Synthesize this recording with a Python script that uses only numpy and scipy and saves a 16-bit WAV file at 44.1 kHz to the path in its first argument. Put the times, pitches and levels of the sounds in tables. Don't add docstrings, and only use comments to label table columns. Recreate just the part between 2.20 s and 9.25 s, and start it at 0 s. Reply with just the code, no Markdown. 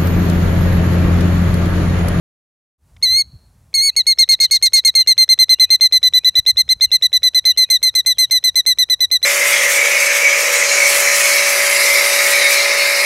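import sys
import numpy as np
from scipy import signal
from scipy.fft import rfft, irfft, next_fast_len
from scipy.io import wavfile
from scipy.ndimage import uniform_filter1d

SR = 44100
rng = np.random.default_rng(int(sys.argv[2]) if len(sys.argv) > 2 else 0)


def pcm_store(signal):
    levels = np.round(np.clip(np.atleast_2d(signal), -1, 1) * 32767)
    wavfile.write(sys.argv[1], SR, levels.astype(np.int16).T)


N = 310905
TIME = np.arange(N) / SR


def gain_of(db):
    return 10 ** (np.asarray(db) / 20)


def unit_rms(x):
    return x / np.sqrt(np.mean(x ** 2) + 1e-20)


def at_hz(table, hz):
    freq_hz, value = np.transpose(table)
    return np.interp(np.log(hz + 1), np.log(freq_hz + 1), value)


def add(mix, start_s, sound):
    part = mix[max(round(start_s * SR), 0):][:len(sound)]
    part += sound[:len(part)]


def noise(spectrum):
    size = next_fast_len(N)
    shape = gain_of(at_hz(spectrum, np.fft.rfftfreq(size, 1 / SR)))
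    return unit_rms(irfft(rfft(rng.standard_normal(size)) * shape, size)[:N])


def lowpass(x, cutoff_hz):
    return signal.sosfilt(signal.butter(2, cutoff_hz, fs=SR, output="sos"), x)


def wander(rate_hz):
    return unit_rms(lowpass(rng.standard_normal(N), rate_hz))


def gate(t, attack_s=0.0016, release_s=0.0049):
    attack = np.sin(np.pi / 2 * np.clip((t - t[0]) / attack_s, 0, 1)) ** 2
    return attack * np.clip((t[-1] - t) / release_s, 0, 1)


# freq_hz, gain_db
TRACT_RESPONSE = [(2000, -17.5), (2300, -18.5), (3900, 0), (4450, -2.5), (5700, -13.5), (6300, -15),
                  (7800, -23), (8500, -16.5), (10300, -26), (11500, -23.5), (12200, -18.5), (13200, -29.5),
                  (14300, -40), (15500, -34.5)]
BRIGHTNESS_SLOPES = [0.68, 0.18, 1.31, 1.4, 1.3, 1.2, .9]
# start_s, end_s, depth_ratio
RASPS = [(1.984, 2.04, 0.17), (2.11, 2.148, 0.51), (2.206, 2.263, 0.6), (2.311, 2.39, 0.54),
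         (2.454, 2.475, 0.74), (2.545, 2.604, 0.52), (2.672, 2.686, 0.65), (5.231, 5.28, 0.15)]
# freq_hz, relative_db
THROAT_SPECTRUM = [(500, -44.5), (1400, -21), (2200, -3), (2750, -6.5), (3200, -6), (4200, -20), (4900, -2),
                   (5500, 5), (6100, -4), (6900, -8), (7500, 1), (8700, -14), (10500, -11.5),
                   (12500, -31.5), (15500, -39)]


def killdeer(notes, wobble_hz=4, flutter_hz=440, buzz_hz=600, ring_hz=5500):
    pitch_hz, level, bright_db, rasp, onset = np.zeros((5, N))
    for start_s, *curves in notes:
        for track, curve in zip((pitch_hz, level, bright_db), curves):
            add(track, start_s, curve)
        add(onset, start_s, np.exp(-TIME[:SR // 20] / .002))
    for start_s, end_s, depth in RASPS:
        add(rasp, start_s, depth * signal.windows.tukey(round((end_s - start_s) * SR), .5))
    in_trill = TIME > TRILL_NOTES[0][0]
    flutter_rad = 2 * np.pi * np.cumsum(flutter_hz * (1 + .14 * wander(250))) / SR
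    phase_rad = 2 * np.pi * np.cumsum(pitch_hz * (1 + .001 * wander(400))) / SR
    phase_rad += 2 * np.pi * np.cumsum(wobble_hz * wander(45)) / SR
    phase_rad += 0.18 * rasp * np.sin(flutter_rad)
    buzz_depth = 0.1 * gain_of(.3 * bright_db) * in_trill
    buzz = buzz_depth * np.cos(2 * np.pi * buzz_hz * TIME + .5 * wander(160))
    voice = np.zeros(N)
    for k, slope in enumerate(BRIGHTNESS_SLOPES, 1):
        upper = k > 2
        lopsided = np.cos(flutter_rad - k) + .5 * np.cos(2 * (flutter_rad - k))
        throb = 0.0105 * k * np.cos(flutter_rad)
        modulation = 1 + rasp * (lopsided if upper else throb)
        if k in (3, 4):
            modulation += buzz
        if k == 1:
            modulation *= 1 - onset
        shimmer_db = (1.0 if upper else .25) * wander(45)
        harmonic_db = at_hz(TRACT_RESPONSE, k * pitch_hz) + slope * bright_db + shimmer_db
        voice += np.sqrt(2) * gain_of(harmonic_db) * modulation * np.sin(k * phase_rad)
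    throat_ring = np.sin(2 * np.pi * ring_hz * TIME + wander(120)) * (1 + 0.54 * wander(200))
    voice += gain_of(-35 + .5 * bright_db) * in_trill * throat_ring
    hiss = gain_of(-44 + .5 * bright_db)
    puffs = gain_of(-23) * rasp * (1 + np.cos(flutter_rad))
    spit = gain_of(-13) * onset
    return level * (voice + noise(THROAT_SPECTRUM) * (hiss + puffs + spit))


# time_s, pitch_hz, level_db, brightness_db
FIRST_CALL = [(.826, 2030, -17, -7.5), (.831, 2146, -8, -0.5), (.841, 2190, -8, 0.5), (.858, 2045, -10, -6),
              (.878, 1995, -12.5, -5), (.955, 2100, -9, -3.5), (.997, 2212, -9.5, 0.5),
              (1.012, 2172, -10, 0), (1.024, 2068, -15.5, -5)]
SECOND_CALL = [(1.541, 2110, -12, -6), (1.553, 2230, -11.5, 7), (1.57, 2140, -13, -0.5),
               (1.585, 2100, -9, -2), (1.61, 2114, -10, -3), (1.635, 2210, -13, 5.5),
               (1.68, 2215, -10.5, 4.5), (1.692, 2128, -8.5, -5), (1.703, 1954, -12.5, -1.5)]


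def long_call(contour):
    time_s, *columns = np.transpose(contour)
    t = np.arange(time_s[0] - .001, time_s[-1] + 0.0015, 1 / SR)
    curves = [np.interp(t, time_s, column) for column in columns]
    pitch_hz, level_db, bright_db = uniform_filter1d(curves, size=160, mode="nearest")
    return t[0], pitch_hz, gain_of(level_db) * gate(t), bright_db


# start_s, length_s, pitch_hz, sag_hz
TRILL_NOTES = [(1.7639, 0.058, 2139, -7.5), (1.867, 0.072, 2181, 35.5), (1.987, 0.06, 2129, 19),
               (2.089, 0.066, 2154, 46.5), (2.2011, 0.067, 2165, 64), (2.3102, 0.07, 2187, 67.5),
               (2.425, 0.062, 2141, 29.5), (2.533, 0.074, 2137, 30), (2.6486, 0.057, 2118, 3.5),
               (2.7512, 0.081, 2118, 64.5), (2.873, 0.062, 2100, -7.5), (2.9786, 0.069, 2097, 18),
               (3.0902, 0.054, 2089, -9), (3.1887, 0.057, 2067, -13.5), (3.2929, 0.056, 2066, -2),
               (3.3972, 0.058, 2053, -16.5), (3.5033, 0.061, 2073, -8.5), (3.609, 0.069, 2065, -6),
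               (3.7233, 0.061, 2049, 4.5), (3.8292, 0.06, 2028, 3.5), (3.9358, 0.057, 2031, -3),
               (4.0456, 0.053, 2048, 17.5), (4.1535, 0.049, 2062, 26.5), (4.2626, 0.055, 2074, -5),
               (4.3696, 0.053, 2083, 1), (4.49, 0.048, 2085, 11.5), (4.6087, 0.052, 2087, -23.5),
               (4.7157, 0.056, 2065, -9), (4.8227, 0.049, 2031, -2), (4.9289, 0.052, 2035, 1),
               (5.031, 0.061, 2036, 3), (5.1463, 0.053, 2047, 6), (5.2521, 0.074, 2048, 28.5),
               (5.374, 0.079, 2071, 47.5), (5.501, 0.078, 2066, 53), (5.6283, 0.075, 2086, 65.5),
               (5.751, 0.063, 2070, 60), (5.8611, 0.074, 2056, 32.5), (5.9832, 0.076, 2050, 11),
               (6.1093, 0.083, 2057, 39.5), (6.2395, 0.063, 2055, 39), (6.3558, 0.058, 2044, -1.5),
               (6.4622, 0.075, 2044, 2.5), (6.5854, 0.059, 2025, -0.5), (6.6985, 0.051, 2035, 6.5),
               (6.8048, 0.054, 2021, -4.5), (6.9132, 0.064, 2037, -0.5), (7.0281, 0.053, 2030, 2)]
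# time_s, fall_hz, dome_hz, level_db, brightness_db
TRILL_DRIFT = [(1.76, 240, -28, -8.5, -2.5), (1.87, 147.5, 46, -7.5, 2.5), (2.0, 178.5, 29, -5.5, 0),
               (2.33, 169, 45, -8.5, 5.5), (2.6, 211, -26, -7, 0.5), (3.05, 15.5, -36.5, -5, -3),
               (3.6, 60, -49, -5.5, -3.5), (3.85, -9.5, -58, -6.5, -5.5), (4.199, -50, 26, -6.8, -2),
               (4.55, -86, 42, -7, -1.7), (5.001, 28.5, -48.5, -8, -3.3), (5.33, 101, -14.5, -7.5, 0.2),
               (5.52, 170, 10, -9.5, 4), (5.9, 117, -11, -10.5, 3.5), (6.398, 108, -18, -9.5, 2),
               (6.8, 86, -35, -9.5, -0.8)]


def trill_note(start_s, length_s, pitch_hz, sag_hz, scoop_hz=175, drop_hz=170, bright_db_per_hz=0.1121):
    lead_s, trail_s = 0.00044, .002
    t = np.arange(-lead_s, length_s + trail_s, 1 / SR)
    progress = t / length_s
    from_pivot = progress - .45
    time_s, *columns = np.transpose(TRILL_DRIFT)
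    fall_hz, dome_hz, level_db, bright_db = (np.interp(start_s, time_s, column) for column in columns)
    building = np.exp(-t / .005)
    ebbing = np.exp(np.minimum(t - length_s, -trail_s) / .01)
    sag = np.exp(-((progress - 0.37) / .18) ** 2)
    bend_hz = -fall_hz * from_pivot - dome_hz * (2 * from_pivot) ** 2 - sag_hz * sag
    curve_hz = pitch_hz + bend_hz - scoop_hz * building - drop_hz * ebbing
    swell_db = -4.5 * np.exp(-t / 0.0083)
    release = np.sin(np.pi / 2 * np.clip((progress[-1] - progress) / .3, 0, 1)) ** 1.71
    level = gain_of(level_db + swell_db) * release * gate(t, release_s=.0005)
    colour_db = bright_db_per_hz * bend_hz - 8.5 * building + 1.5 * from_pivot
    return start_s - lead_s, curve_hz, level, bright_db + colour_db


def squeak(start_s=1.984, length_s=.008, pitch_hz=5350, level_db=-13):
    out = np.zeros(N)
    t = np.arange(0, length_s, 1 / SR)
    add(out, start_s, gain_of(level_db) * np.hanning(len(t)) * np.sin(2 * np.pi * pitch_hz * t))
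    return out


# freq_hz, relative_db
TICK_SPECTRUM = [(600, -19), (1150, -9.5), (1450, -12.5), (2150, 2), (2800, -10), (3600, -4), (4500, -25.5),
                 (5100, -6), (6500, -21.5), (8500, -22), (14000, -59.5)]


def ticks(note_starts_s, lead_s=0.01, length_s=0.0064, puff_hz=510, soft_until_s=1.9, lone_tick_s=.765):
    out, crackle = np.zeros(N), noise(TICK_SPECTRUM)
    t = np.arange(0, length_s, 1 / SR)
    puff = gain_of(-44) * np.hanning(len(t)) * np.sin(2 * np.pi * puff_hz * t)
    fade = np.exp(-t / length_s) * signal.windows.tukey(len(t), .2)
    for start_s in note_starts_s:
        jitter_s, spread_db = rng.normal(0, .0006), rng.normal()
        tick = gain_of(-40) * fade * unit_rms(crackle[round(start_s * SR):][:len(t)])
        softer_db = 7 if start_s < soft_until_s else 0
        add(out, start_s - lead_s + jitter_s, gain_of(spread_db - softer_db) * (tick + puff))
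    add(out, lone_tick_s, gain_of(-46) * fade * crackle[:len(t)])
    return out


# start_s, length_s, start_hz, end_hz, level_db
SONGBIRD_WHISTLES = [(1.709, 0.061, 2400, 2980, -52.5), (2.233, .08, 3240, 2850, -54),
                     (2.802, 0.097, 3090, 2630, -51), (3.323, 0.11, 2614, 3010, -51),
                     (3.442, .083, 2410, 2630, -53), (3.988, 0.11, 2304, 2834, -55),
                     (4.665, 0.08, 3010, 2370, -51), (5.296, .072, 2580, 3140, -49),
                     (5.447, 0.057, 2480, 2520, -55), (5.93, 0.097, 3550, 2740, -49.5)]


def far_songbird(waver_ratio=0.011, shimmer_db=2):
    out = np.zeros(N)
    waver = 1 + waver_ratio * wander(120)
    for start_s, length_s, start_hz, end_hz, level_db in SONGBIRD_WHISTLES:
        size = round(length_s * SR)
        pitch_hz = np.linspace(start_hz, end_hz, size) * waver[round(start_s * SR):][:size]
        whistle = np.sin(2 * np.pi * np.cumsum(pitch_hz) / SR)
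        add(out, start_s, gain_of(level_db) * signal.windows.tukey(size, .5) * whistle)
    return out * gain_of(shimmer_db * wander(80))


# centre_s, half_width_s, rise_db
GUSTS = [(.92, .5, 8.5), (4.4, 0.37, 4)]
# centre_s, length_s, level_db
BUFFETS = [(0.9, .09, -37), (1.145, 0.058, -33.5), (4.191, 0.03, -31), (4.56, 0.0613, -44.5),
           (4.671, 0.038, -45)]
# freq_hz, relative_db
RUMBLE_SPECTRUM = [(15, -59.5), (25, -30), (40, -3), (58, 4), (75, 2.5), (105, -1), (160, -10), (230, -18),
                   (340, -33), (700, -76)]
BUFFET_SPECTRUM = [(20, -23), (55, 9), (95, 7.5), (150, -7), (240, -15), (400, -32), (900, -54.5)]


def wind(base_db=-55.5, lumps_db=1.96):
    gust_db = sum(rise_db * np.exp(-((TIME - centre_s) / half_width_s) ** 2)
                  for centre_s, half_width_s, rise_db in GUSTS)
    out = noise(RUMBLE_SPECTRUM) * gain_of(base_db + gust_db + lumps_db * wander(5))
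    eddies = noise(BUFFET_SPECTRUM)
    for centre_s, length_s, level_db in BUFFETS:
        push = unit_rms(eddies[round(centre_s * SR):][:round(length_s * SR)])
        add(out, centre_s - length_s / 2, gain_of(level_db) * push * np.hanning(len(push)))
    return out


# freq_hz, t60_s
YARD_DECAY = [(300, 0.18), (2000, 0.26), (4200, 0.65), (7000, 0.33), (14000, 0.047)]


def yard_echo(sound, first_s=.004, echoes_per_s=2000):
    taps = rng.standard_normal(SR) * (rng.random(SR) < echoes_per_s / SR) * (TIME[:SR] > first_s)
    freq_hz, t, bands = signal.stft(taps, SR, nperseg=256)
    decay = gain_of(-60 * t / at_hz(YARD_DECAY, freq_hz)[:, None])
    _, tail = signal.istft(bands * decay, SR)
    return signal.fftconvolve(sound, tail / np.linalg.norm(tail))[:N]


# freq_hz, relative_db
AIR_SPECTRUM = [(100, 0), (350, -0.5), (600, 0.5), (950, -1.5), (1600, -6.5), (3000, -13), (7000, -10),
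                (11000, -10.5), (16000, -20)]


def outdoor_air(level_db):
    return gain_of(level_db) * noise(AIR_SPECTRUM)


def scene(reflection_s=0.018, reflection_cutoff_hz=6500):
    notes = [long_call(FIRST_CALL), long_call(SECOND_CALL)] + [trill_note(*row) for row in TRILL_NOTES]
    bird = killdeer(notes) + squeak() + ticks([note[0] for note in notes])
    song = far_songbird()
    mid = bird + gain_of(-42) * yard_echo(bird) + song + gain_of(-10) * yard_echo(song)
    add(mid, reflection_s, gain_of(-33) * lowpass(bird, reflection_cutoff_hz))
    mid += wind() + outdoor_air(level_db=-64)
    side = outdoor_air(level_db=-85)
    return np.array([mid + side, mid - side])


def record(dry, silent_s=0.58, fade_s=0.11, wind_cut_hz=37, band_limit_hz=15900):
    faded = dry * np.clip((TIME - silent_s) / fade_s, 0, 1)
    wind_filter = signal.butter(4, wind_cut_hz, "high", fs=SR, output="sos")
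    clipped = np.clip(signal.sosfilt(wind_filter, faded), -.97, .97)
    band_filter = signal.firwin(511, band_limit_hz, window=("kaiser", 9), fs=SR)
    return signal.oaconvolve(clipped, band_filter[None], "same")


dry = scene()
out = record(dry)
pcm_store(out)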